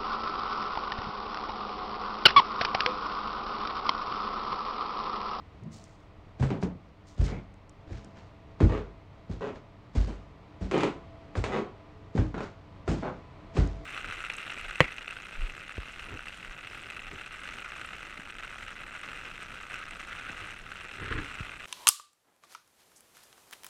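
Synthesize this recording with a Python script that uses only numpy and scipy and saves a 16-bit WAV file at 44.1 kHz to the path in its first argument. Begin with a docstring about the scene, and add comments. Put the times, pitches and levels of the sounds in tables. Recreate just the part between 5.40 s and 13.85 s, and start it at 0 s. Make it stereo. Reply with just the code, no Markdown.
"""Footsteps climb a carpeted wooden staircase in a small house, microphone in hand.
Each contact is two knocks made of dense echoes; decaying sines boom under the body's weight.
Loaded boards crack and creak as slips that ring a resonance; soles and clothes brush as grainy noise.
Ticks sound close by, over room air and a faint hum; wavering fan tones come unevenly nearer at the top."""
import sys
import numpy as np
from scipy import signal
from scipy.fft import rfft, irfft, next_fast_len
from scipy.io import wavfile
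from scipy.ndimage import uniform_filter1d

SR = 44100
rng = np.random.default_rng(int(sys.argv[2]) if len(sys.argv) > 2 else 0)


def digitize_waveform(pressure):
    """Quantize a signal to 16-bit integers and store it at the path in sys.argv[1].

    Rows of a 2-D input are taken as channels; values are limited to [-1, 1].
    """
    field = np.atleast_2d(pressure).T
    bounded = np.clip(field, -1, 1)
    quanta = np.round(bounded * 32767).astype(np.int16)
    wavfile.write(sys.argv[1], SR, quanta)


N = 372644
TIME = np.arange(N) / SR
# every single sound is rendered into a buffer of this many samples; AGE is its time in seconds
RING_SIZE = 24000
AGE = np.arange(RING_SIZE) / SR

# Event levels are relative; knocks, cracks and creaks each add a trim_db.
# Tilts are brightness around 1 kHz; colours are relative spectra, scaled to unit power.

# a foot meets a tread: mostly landings, and at 1.227 s a bump or push-off between steps:
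# start_s, toe_db, heel_delay_s, heel_db, tilt_db_per_octave, panel_pitch_hz,
# weight_delay_s, weight_db, tread_db, tread_pitch_hz, sole_brush_db
FOOT_CONTACTS = [(0.219, -34, 0.027, -33.5, -7.5, 220, 0.027, -73, -43, 159.7, -69),
                 (0.996, -26, 0.03, -21.5, 0.5, 247, 0.0089, -35.5, -23, 131.3, -47.5),
                 (1.227, -29, 0.034, -32, -2.5, 248, 0.0034, -44.5, -30.5, 180, -77),
                 (1.777, -34.5, 0.032, -24.5, 1, 183, 0.0142, -23.5, -31, 131.2, -48.5),
                 (2.505, -34.5, 0.14, -41.5, -0.5, 204, 0.0029, -41, -42, 114, -51.5),
                 (3.204, -12, 0.028, -18.5, -2, 320, 0.022, -21, -20.5, 107.8, -45),
                 (3.894, -29.5, 0.039, -35, -2, 174, 0.0052, -39.5, -42, 112, -52),
                 (4.551, -22.5, 0.12, -28, 0.5, 228, 0.017, -22, -40, 118, -41.5),
                 (5.21, -28, 0.04, -33, 0, 184, 0.0025, -37, -36, 181.6, -49.5),
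                 (5.954, -33.5, 0.014, -28.5, 2, 191, 0.017, -33, -31, 109.6, -45.5),
                 (6.75, -19, 0.027, -17.5, -2, 309, 0.03, -28, -28, 110.4, -45.5),
                 (7.478, -20, 0.034, -20.5, 0.5, 332, 0.0025, -32.5, -31, 141.6, -40),
                 (8.151, -28.5, 0.017, -15, -0.5, 283, 0.032, -22, -33, 142, -39.5)]
# stereo spread: frequency_hz, side_minus_mid_db
STEREO_WIDTH = [(60, -14), (125, -19), (250, -8.5), (500, -8.5), (1000, 0.5), (3000, -0.5)]
# stereo shading of the steps and boards: frequency_hz, left_minus_right_db
STAIR_BALANCE = [(60, -3.5), (120, 1.5), (250, -1), (520, 0.5), (1060, -2), (2170, -8.5), (4440, -3.5),
                 (9100, 4)]
# stereo shading of the room air and ticks: frequency_hz, left_minus_right_db
ROOM_BALANCE = [(60, 3), (160, 0.5), (450, 0), (1220, -4.5), (3330, -3.5), (9100, 3.5)]


def knocks(squash_s=0.0016, trim_db=-5.5):
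    """The carpet squashes first and softens each foot contact to a dull wooden knock."""
    # knock spectrum: frequency_hz, level_db_per_hz
    knock_colour = [(50, -26), (110, -2), (170, 1), (320, -1), (450, -6), (700, -13), (1200, -25),
                    (2500, -29.5), (8000, -39), (14000, -78.5)]
    out = np.zeros((2, N))
    for start_s, level_db, tilt_db, panel_hz in contacts():
        onset = 1 - np.exp(-AGE / squash_s)
        room = stairwell(direct_db=-13.5, early_s=0.01, tail_db=6.5) * onset
        thud = coloured(room, knock_colour, STAIR_BALANCE, tilt_db)
        knock = ringing(thud, panel_hz, q=22.5, ring_db=4.0)
        add(out, start_s, from_db(level_db + trim_db) * knock)
    return out


def contacts():
    """Toe, then heel, of every foot contact: start_s, level_db, tilt_db_per_octave, panel_pitch_hz."""
    for start_s, toe_db, heel_delay_s, heel_db, tilt_db, panel_hz, *_ in FOOT_CONTACTS:
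        yield start_s, toe_db, tilt_db, panel_hz
        yield start_s + heel_delay_s, heel_db, tilt_db, panel_hz


def booms(flight_hz=49.36, joist_hz=84.7):
    """Body weight bends the whole flight, its joists and the tread underfoot: three damped sines."""
    out = np.zeros((2, N))
    for start_s, flight_db, joist_db, tread_db, tread_hz in loads():
        flight = from_db(flight_db + 8.0) * mode(flight_hz, t60=0.63, rise_s=0.015)
        joists = from_db(joist_db + 6.0) * mode(joist_hz, t60=0.45, rise_s=0.0019)
        tread = from_db(tread_db + 8.0) * mode(tread_hz, t60=0.27, rise_s=0.007)
        # the joists swing against the flight and the tread
        add(out, start_s, flight - joists + tread)
    return out * from_db([[.45], [-.45]])   # slightly left


def loads(joist_share=0.66, joist_offset_db=0.5, rebound_s=0.052, rebound_db=-7.5):
    """Weight follows the toe, then sinks once more: start_s, flight_db, joist_db, tread_db, tread_pitch_hz."""
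    for start_s, *_, weight_delay_s, weight_db, tread_db, tread_hz, _ in FOOT_CONTACTS:
        # the joists move partly with the whole flight, partly with the tread
        joist_db = joist_offset_db + joist_share * weight_db + (1 - joist_share) * tread_db
        for lag_s, change_db in ((0, 0), (rebound_s, rebound_db)):
            when_s = start_s + weight_delay_s + lag_s
            yield when_s, weight_db + change_db, joist_db + change_db, tread_db + change_db, tread_hz


def mode(hz, t60, rise_s):
    """A resonance that swells as the foot presses down, then dies away (t60 in seconds)."""
    decay = from_db(-60 * AGE / t60)
    return np.sin(2 * np.pi * hz * AGE) * decay * (1 - np.exp(-AGE / rise_s))


def cracks(trim_db=-6.5):
    """Single sharp slips of a loaded board, and clacks of a tread against its riser."""
    out = np.zeros((2, N))
    for start_s, level_db, tilt_db, board_hz in snaps():
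        room = stairwell(direct_db=-5.0, early_s=0.0036, tail_db=5.5)
        crack = board(room, board_hz, tilt_db, ring_db=-0.5)
        add(out, start_s, from_db(level_db + trim_db) * crack)
    return out


def snaps(loose_db=-22, clack_db=-26, clack_share=0.2, clack_tilt_db=1.0, clack_hz=1500, gap_s=0.027):
    """Clacks of heavy steps, then runs of cracks: start_s, level_db, tilt_db_per_octave, board_pitch_hz."""
    # a board snaps against its nails, once or in a run:
    # start_s, snap_count, level_db, tilt_db_per_octave, board_pitch_hz
    crack_runs = [(1.104, 1, -23, 1, 318), (1.115, 1, -20, -6.5, 770), (1.227, 1, -22, -1.5, 255),
                  (1.921, 1, -24.5, -4.5, 187), (3.296, 4, -27, 0.5, 452), (5.313, 1, -25, 4.5, 405),
                  (5.379, 2, -24, 4, 360), (5.434, 1, -18, 3, 280), (5.954, 1, -27, 1, 1510),
                  (6.040, 1, -23, 5, 630), (6.943, 1, -24.5, -1, 1435), (6.979, 2, -26.5, 1, 1470),
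                  (7.632, 2, -28.5, -1.5, 1320)]
    for start_s, toe_db, heel_delay_s, heel_db, *_ in FOOT_CONTACTS:
        hardest_db, when_s = max((toe_db, start_s), (heel_db, start_s + heel_delay_s))
        # only a knock harder than loose_db clacks; the clack takes a share of the extra force
        if hardest_db > loose_db:
            level_db = clack_db + clack_share * (hardest_db - loose_db)
            yield when_s, level_db, clack_tilt_db, clack_hz
    for start_s, count, level_db, tilt_db, board_hz in crack_runs:
        for k in range(round(count)):
            yield start_s + k * gap_s, level_db, tilt_db, board_hz


def creaks(slips_per_s=140, jitter=.2, uneven_db=1.5, first_db=-1.5, last_db=-9.0,
           rasp_db=-2.5, rasp_s=0.0019, lowest_hz=180, trim_db=-4.0):
    """Runs of uneven slips, each with a brief rasp, ring the same board and swell and ease with the load."""
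    # a joint sticks and slips: start_s, swell_s, ease_s, level_db, tilt_db_per_octave, board_pitch_hz
    creak_runs = [(1.866, 0.041, 0.095, -41.5, -0.5, 2180), (3.29, 0.042, 0.058, -35, 0, 430),
                  (4.009, 0.045, 0.055, -33, 0, 617), (4.679, 0.022, 0.052, -47.5, 3.5, 414),
                  (5.32, 0.037, 0.12, -26.5, 1, 300), (6.05, 0.063, 0.008, -34.5, -1, 720),
                  (6.122, 0.044, 0.036, -25.5, 0, 366), (6.951, 0.068, 0.026, -49.5, 4.5, 1420),
                  (7.626, 0.043, 0.031, -29, -2.5, 1450)]
    out = np.zeros((2, N))
    for start_s, swell_s, ease_s, level_db, tilt_db, board_hz in creak_runs:
        gap, strength = rng.standard_normal((2, 60))
        gaps_s = np.exp(jitter * gap) / slips_per_s
        when_s = np.cumsum(gaps_s) - gaps_s[0]
        length_s = swell_s + ease_s
        load_db = np.interp(when_s, [0, swell_s, length_s], [first_db, 0, last_db])
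        force = from_db(load_db + uneven_db * strength) * (when_s < length_s)
        slips = np.bincount((when_s * SR).astype(int), force, RING_SIZE)[:RING_SIZE]
        # each slip leaves a decaying burst of noise: the rasp
        keep = np.exp(-2 / (rasp_s * SR))
        sliding = np.sqrt(signal.lfilter([1 - keep], [1, -keep], slips ** 2 + 1e-18))
        friction = slips + from_db(rasp_db) * sliding * rng.standard_normal(RING_SIZE)
        # the smaller and higher the board, the less bass it radiates
        edge_hz = lowest_hz * np.sqrt(board_hz / 400)
        bass_cut = signal.butter(2, edge_hz, "high", fs=SR, output="sos")
        friction = signal.sosfilt(bass_cut, friction)
        room = stairwell(direct_db=-2.5, early_s=0.0057, tail_db=3.5)
        slip = board(room, board_hz, tilt_db, ring_db=-1.0)
        creak = signal.fftconvolve(slip, friction[None], axes=1)
        add(out, start_s, from_db(level_db + trim_db) * creak)
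    return out


def board(room, board_hz, tilt_db, ring_db):
    """One slip of a board as the room carries it, with the board's main mode ringing out."""
    # wooden board spectrum: frequency_hz, level_db_per_hz
    board_colour = [(71, -35), (120, -4.5), (259, -5), (305, -6), (347, -6), (417, -1), (457, -7),
                    (624, -10), (1060, -12), (1710, -21), (2550, -24.5), (4430, -36), (5310, -42),
                    (6870, -43.5), (9550, -59.5), (12400, -86.5), (21000, -120)]
    slip = coloured(room, board_colour, STAIR_BALANCE, tilt_db)
    return ringing(slip, board_hz, q=4.0, ring_db=ring_db)


def ringing(x, hz, q, ring_db):
    """The struck board's own resonance stands out of the sound; the power stays the same."""
    ring = signal.lfilter(*signal.iirpeak(hz, q, fs=SR), x)
    return rms_one(x + from_db(ring_db) * ring) * x.std()


def brushes(grain_db=3.0, peak_s=.2):
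    """Fibres catch and let go under a sliding sole: a grainy hiss that swells and fades."""
    # carpet and cloth spectrum: frequency_hz, level_db_per_hz
    brush_colour = [(150, -6), (600, -2.5), (1500, 1), (2500, -3.5), (4500, -1.5), (7000, -5.5),
                    (9000, -18.5), (12000, -29.5)]
    out = np.zeros((2, N))
    from_peak = AGE - peak_s
    for loudest_s, level_db, swell_s, fade_s, tilt_db in strokes():
        swell = -(from_peak / swell_s) ** 2
        fade = -np.abs(from_peak / fade_s) ** 0.9
        stroke = np.exp(np.where(from_peak < 0, swell, fade))
        # noise smoothed over about 2 ms roughens the level
        roughness = rms_one(uniform_filter1d(rng.standard_normal(RING_SIZE), size=90))
        grain = from_db(grain_db * roughness)
        hiss = coloured(rms_one(diffuse(RING_SIZE) * grain), brush_colour, STAIR_BALANCE, tilt_db)
        add(out, loudest_s - peak_s, from_db(level_db) * stroke * hiss)
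    return out


def strokes():
    """Three brushes a contact, then stray scuffs: loudest_s, level_db, swell_s, fade_s, tilt_db_per_octave."""
    # a sole drags over the carpet: loudest_s, level_db, fade_s, tilt_db_per_octave
    stray_scuffs = [(0.34, -52.5, 0.088, 6.5), (1.239, -46.5, 0.017, 0.5), (1.688, -57.5, 0.05, 4.5),
                    (1.856, -43.5, 0.015, 2), (1.89, -40.5, 0.028, -3.5), (2.489, -46, 0.057, -6.5),
                    (2.581, -51, 0.06, -3.5), (2.78, -47.5, 0.071, -5), (4.165, -44, 0.031, -6),
                    (5.269, -50, 0.04, -6), (7.041, -43, 0.038, -4)]
    for start_s, *_, brush_db in FOOT_CONTACTS:
        # the trouser leg swings, the sole slides in, the sole pushes off
        yield start_s - 0.09, -58, 0.095, 0.077, -6.5
        yield start_s + 0.028, brush_db, 0.027, 0.073, -3
        yield start_s + 0.26, -60.5, 0.061, 0.04, -5.5
    for loudest_s, level_db, fade_s, tilt_db in stray_scuffs:
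        yield loudest_s, level_db, 0.02, fade_s, tilt_db


def ticks(decay_s=0.00063):
    """Tiny dry ticks right at the microphone: noise that dies within milliseconds."""
    # ticks: start_s, peak_db
    tick_events = [(0.2364, -48), (0.4406, -37), (2.1408, -48.5), (2.295, -39), (2.6462, -42),
                   (8.2745, -41)]
    # tick spectrum: frequency_hz, level_db_per_hz
    tick_colour = [(500, -28), (3000, -22), (5500, 12), (8000, 11), (14000, -18)]
    out = np.zeros((2, N))
    for start_s, peak_db in tick_events:
        burst = diffuse(RING_SIZE) * np.exp(-AGE / decay_s)
        tick = coloured(burst, tick_colour, ROOM_BALANCE)
        add(out, start_s, from_db(peak_db) * tick / np.abs(tick).max())
    return out


def house():
    """Room air as shaped noise, a low hum and the tones of a fan beyond the landing."""
    # background levels over time: time_s, room_air_db, fan_db
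    level_points = [(0, -51, -62), (1.499, -53.5, -62), (3.0, -51.5, -57), (4.499, -52, -59),
                    (5.7, -49, -51.5), (7.0, -51, -58), (8.45, -47, -47.5)]
    # room air spectrum: frequency_hz, level_db_per_hz
    air_colour = [(15, -42), (25, -2.5), (96, -1), (197, -8), (266, -14.5), (301, -4), (332, -15),
                  (533, -14), (667, -13), (737, -15), (1180, -15), (1670, -25.5), (1900, -21),
                  (4420, -33.5), (9550, -53.5), (12400, -95.5), (21000, -120)]
    # hum tones: pitch_hz, level_db
    hum_lines = [(97, -60.5), (194, -68.5)]
    # fan tones: pitch_hz, level_db (relative to the fan level)
    fan_lines = [(302, -10.5), (430, -13.5), (663, -8), (1001, -14.5)]
    time_s, air_db, fan_db = np.transpose(level_points)
    air_gain = from_db(np.interp(TIME, time_s, air_db))
    fan_gain = from_db(np.interp(TIME, time_s, fan_db))
    rush = coloured(diffuse(next_fast_len(N))[:, :N], air_colour, ROOM_BALANCE)
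    hum = tones(hum_lines, waver=0.23, knots_per_s=22)
    fan = tones(fan_lines, waver=0.58, knots_per_s=7)
    return air_gain * rush + hum + fan_gain * fan


def tones(lines, waver, knots_per_s):
    """Steady tones that waver as the microphone moves through their standing waves."""
    out = 0
    knots_s = np.arange(200) / knots_per_s
    for hz, level_db in lines:
        # complex random swings change both level and phase
        shared, own = rng.standard_normal((2, len(knots_s), 2)) @ [1, 1j]
        apart = from_db(at_hz(STEREO_WIDTH, hz)) * own
        swing = np.array([np.interp(TIME, knots_s, 1 + waver * (shared + sign * apart))
                          for sign in (1, -1)])
        tone = np.real(swing * np.exp(2j * np.pi * hz * TIME))
        out = out + from_db(level_db) * rms_one(tone)
    return out


def stairwell(direct_db, early_s, tail_db):
    """Response on the stairs: direct sound, a quick flurry off near walls, a tail decaying band by band."""
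    # stairwell decay: frequency_hz, t60_s
    decay_bands = [(100, 0.45), (400, 0.31), (1000, 0.35), (2800, 0.3), (7500, 0.3)]
    field = rfft(diffuse(RING_SIZE))
    hz = np.fft.rfftfreq(RING_SIZE, 1 / SR)
    centres_hz, t60s = np.transpose(decay_bands)
    tail = 0
    for share, t60 in zip(np.eye(len(centres_hz)), t60s):
        band = irfft(field * at_hz(np.c_[centres_hz, share], hz))
        tail = tail + band * from_db(-60 * AGE / t60)
    early = diffuse(RING_SIZE) * np.exp(-AGE / early_s)
    direct = 1. * (AGE == 0)
    echoes = rms_one(early) + from_db(tail_db) * rms_one(tail) + from_db(direct_db) * rms_one(direct)
    # as much energy as 20 ms at an rms of 1
    return rms_one(echoes) * np.sqrt(.02 / AGE[-1])


def diffuse(size):
    """White noise from all around: alike in both channels in the bass, unrelated in the treble."""
    mid, side = rfft(rng.standard_normal((2, size)))
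    width = from_db(at_hz(STEREO_WIDTH, np.fft.rfftfreq(size, 1 / SR)))
    return irfft((mid + width * side * [[1], [-1]]) / np.sqrt(1 + width ** 2), size)


def coloured(x, colour, balance, tilt_db=0):
    """Causal (minimum-phase) filter of unit power, with its own shading for each side."""
    size = 2 * next_fast_len(x.shape[-1] // 2 + 1)
    hz = np.fft.rfftfreq(size, 1 / SR)
    octaves = np.log2(np.maximum(hz, 100) / 1000)
    shading_db = at_hz(balance, hz) * [[.5], [-.5]]
    gain = rms_one(from_db(at_hz(colour, hz) + tilt_db * octaves + shading_db))
    # folding the cepstrum onto positive times gives the minimum phase
    cepstrum = irfft(np.log(gain))
    cepstrum[:, 1:size // 2] *= 2
    cepstrum[:, size // 2 + 1:] = 0
    return irfft(rfft(x, size) * np.exp(rfft(cepstrum)))[:, :x.shape[-1]]


def from_db(db):
    """Decibels to gain."""
    return 10 ** (np.asarray(db) / 20)


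def rms_one(x):
    """Scale to an rms of 1."""
    return x / np.sqrt(np.mean(x ** 2) + 1e-20)


def at_hz(points, hz):
    """Read a table on a log-frequency axis."""
    known_hz, values = np.transpose(points)
    return np.interp(np.log(np.maximum(hz, 1)), np.log(known_hz), values)


def add(out, start_s, sound):
    """Mix a sound in at start_s, or at zero if that is negative."""
    start = max(round(start_s * SR), 0)
    out[:, start:start + sound.shape[-1]] += sound[..., :N - start]


def scene():
    """Steps on the stairs over the quiet of the house."""
    return knocks() + booms() + cracks() + creaks() + brushes() + ticks() + house()


def record(dry, top_db=-8.5, hiss_db=-88.5, shelf_hz=9600, cutoff_hz=15700):
    """The microphone's treble drops by a steep shelf onto its own faint hiss; the very top is cut."""
    below = signal.sosfiltfilt(signal.butter(10, shelf_hz, fs=SR, output="sos"), dry)
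    shelved = below + from_db(top_db) * (dry - below)
    hiss = from_db(hiss_db) * rng.standard_normal(dry.shape)
    top_cut = signal.ellip(10, .1, 80, cutoff_hz, fs=SR, output="sos")
    return signal.sosfilt(top_cut, shelved + hiss)


dry = scene()
out = record(dry)
digitize_waveform(out)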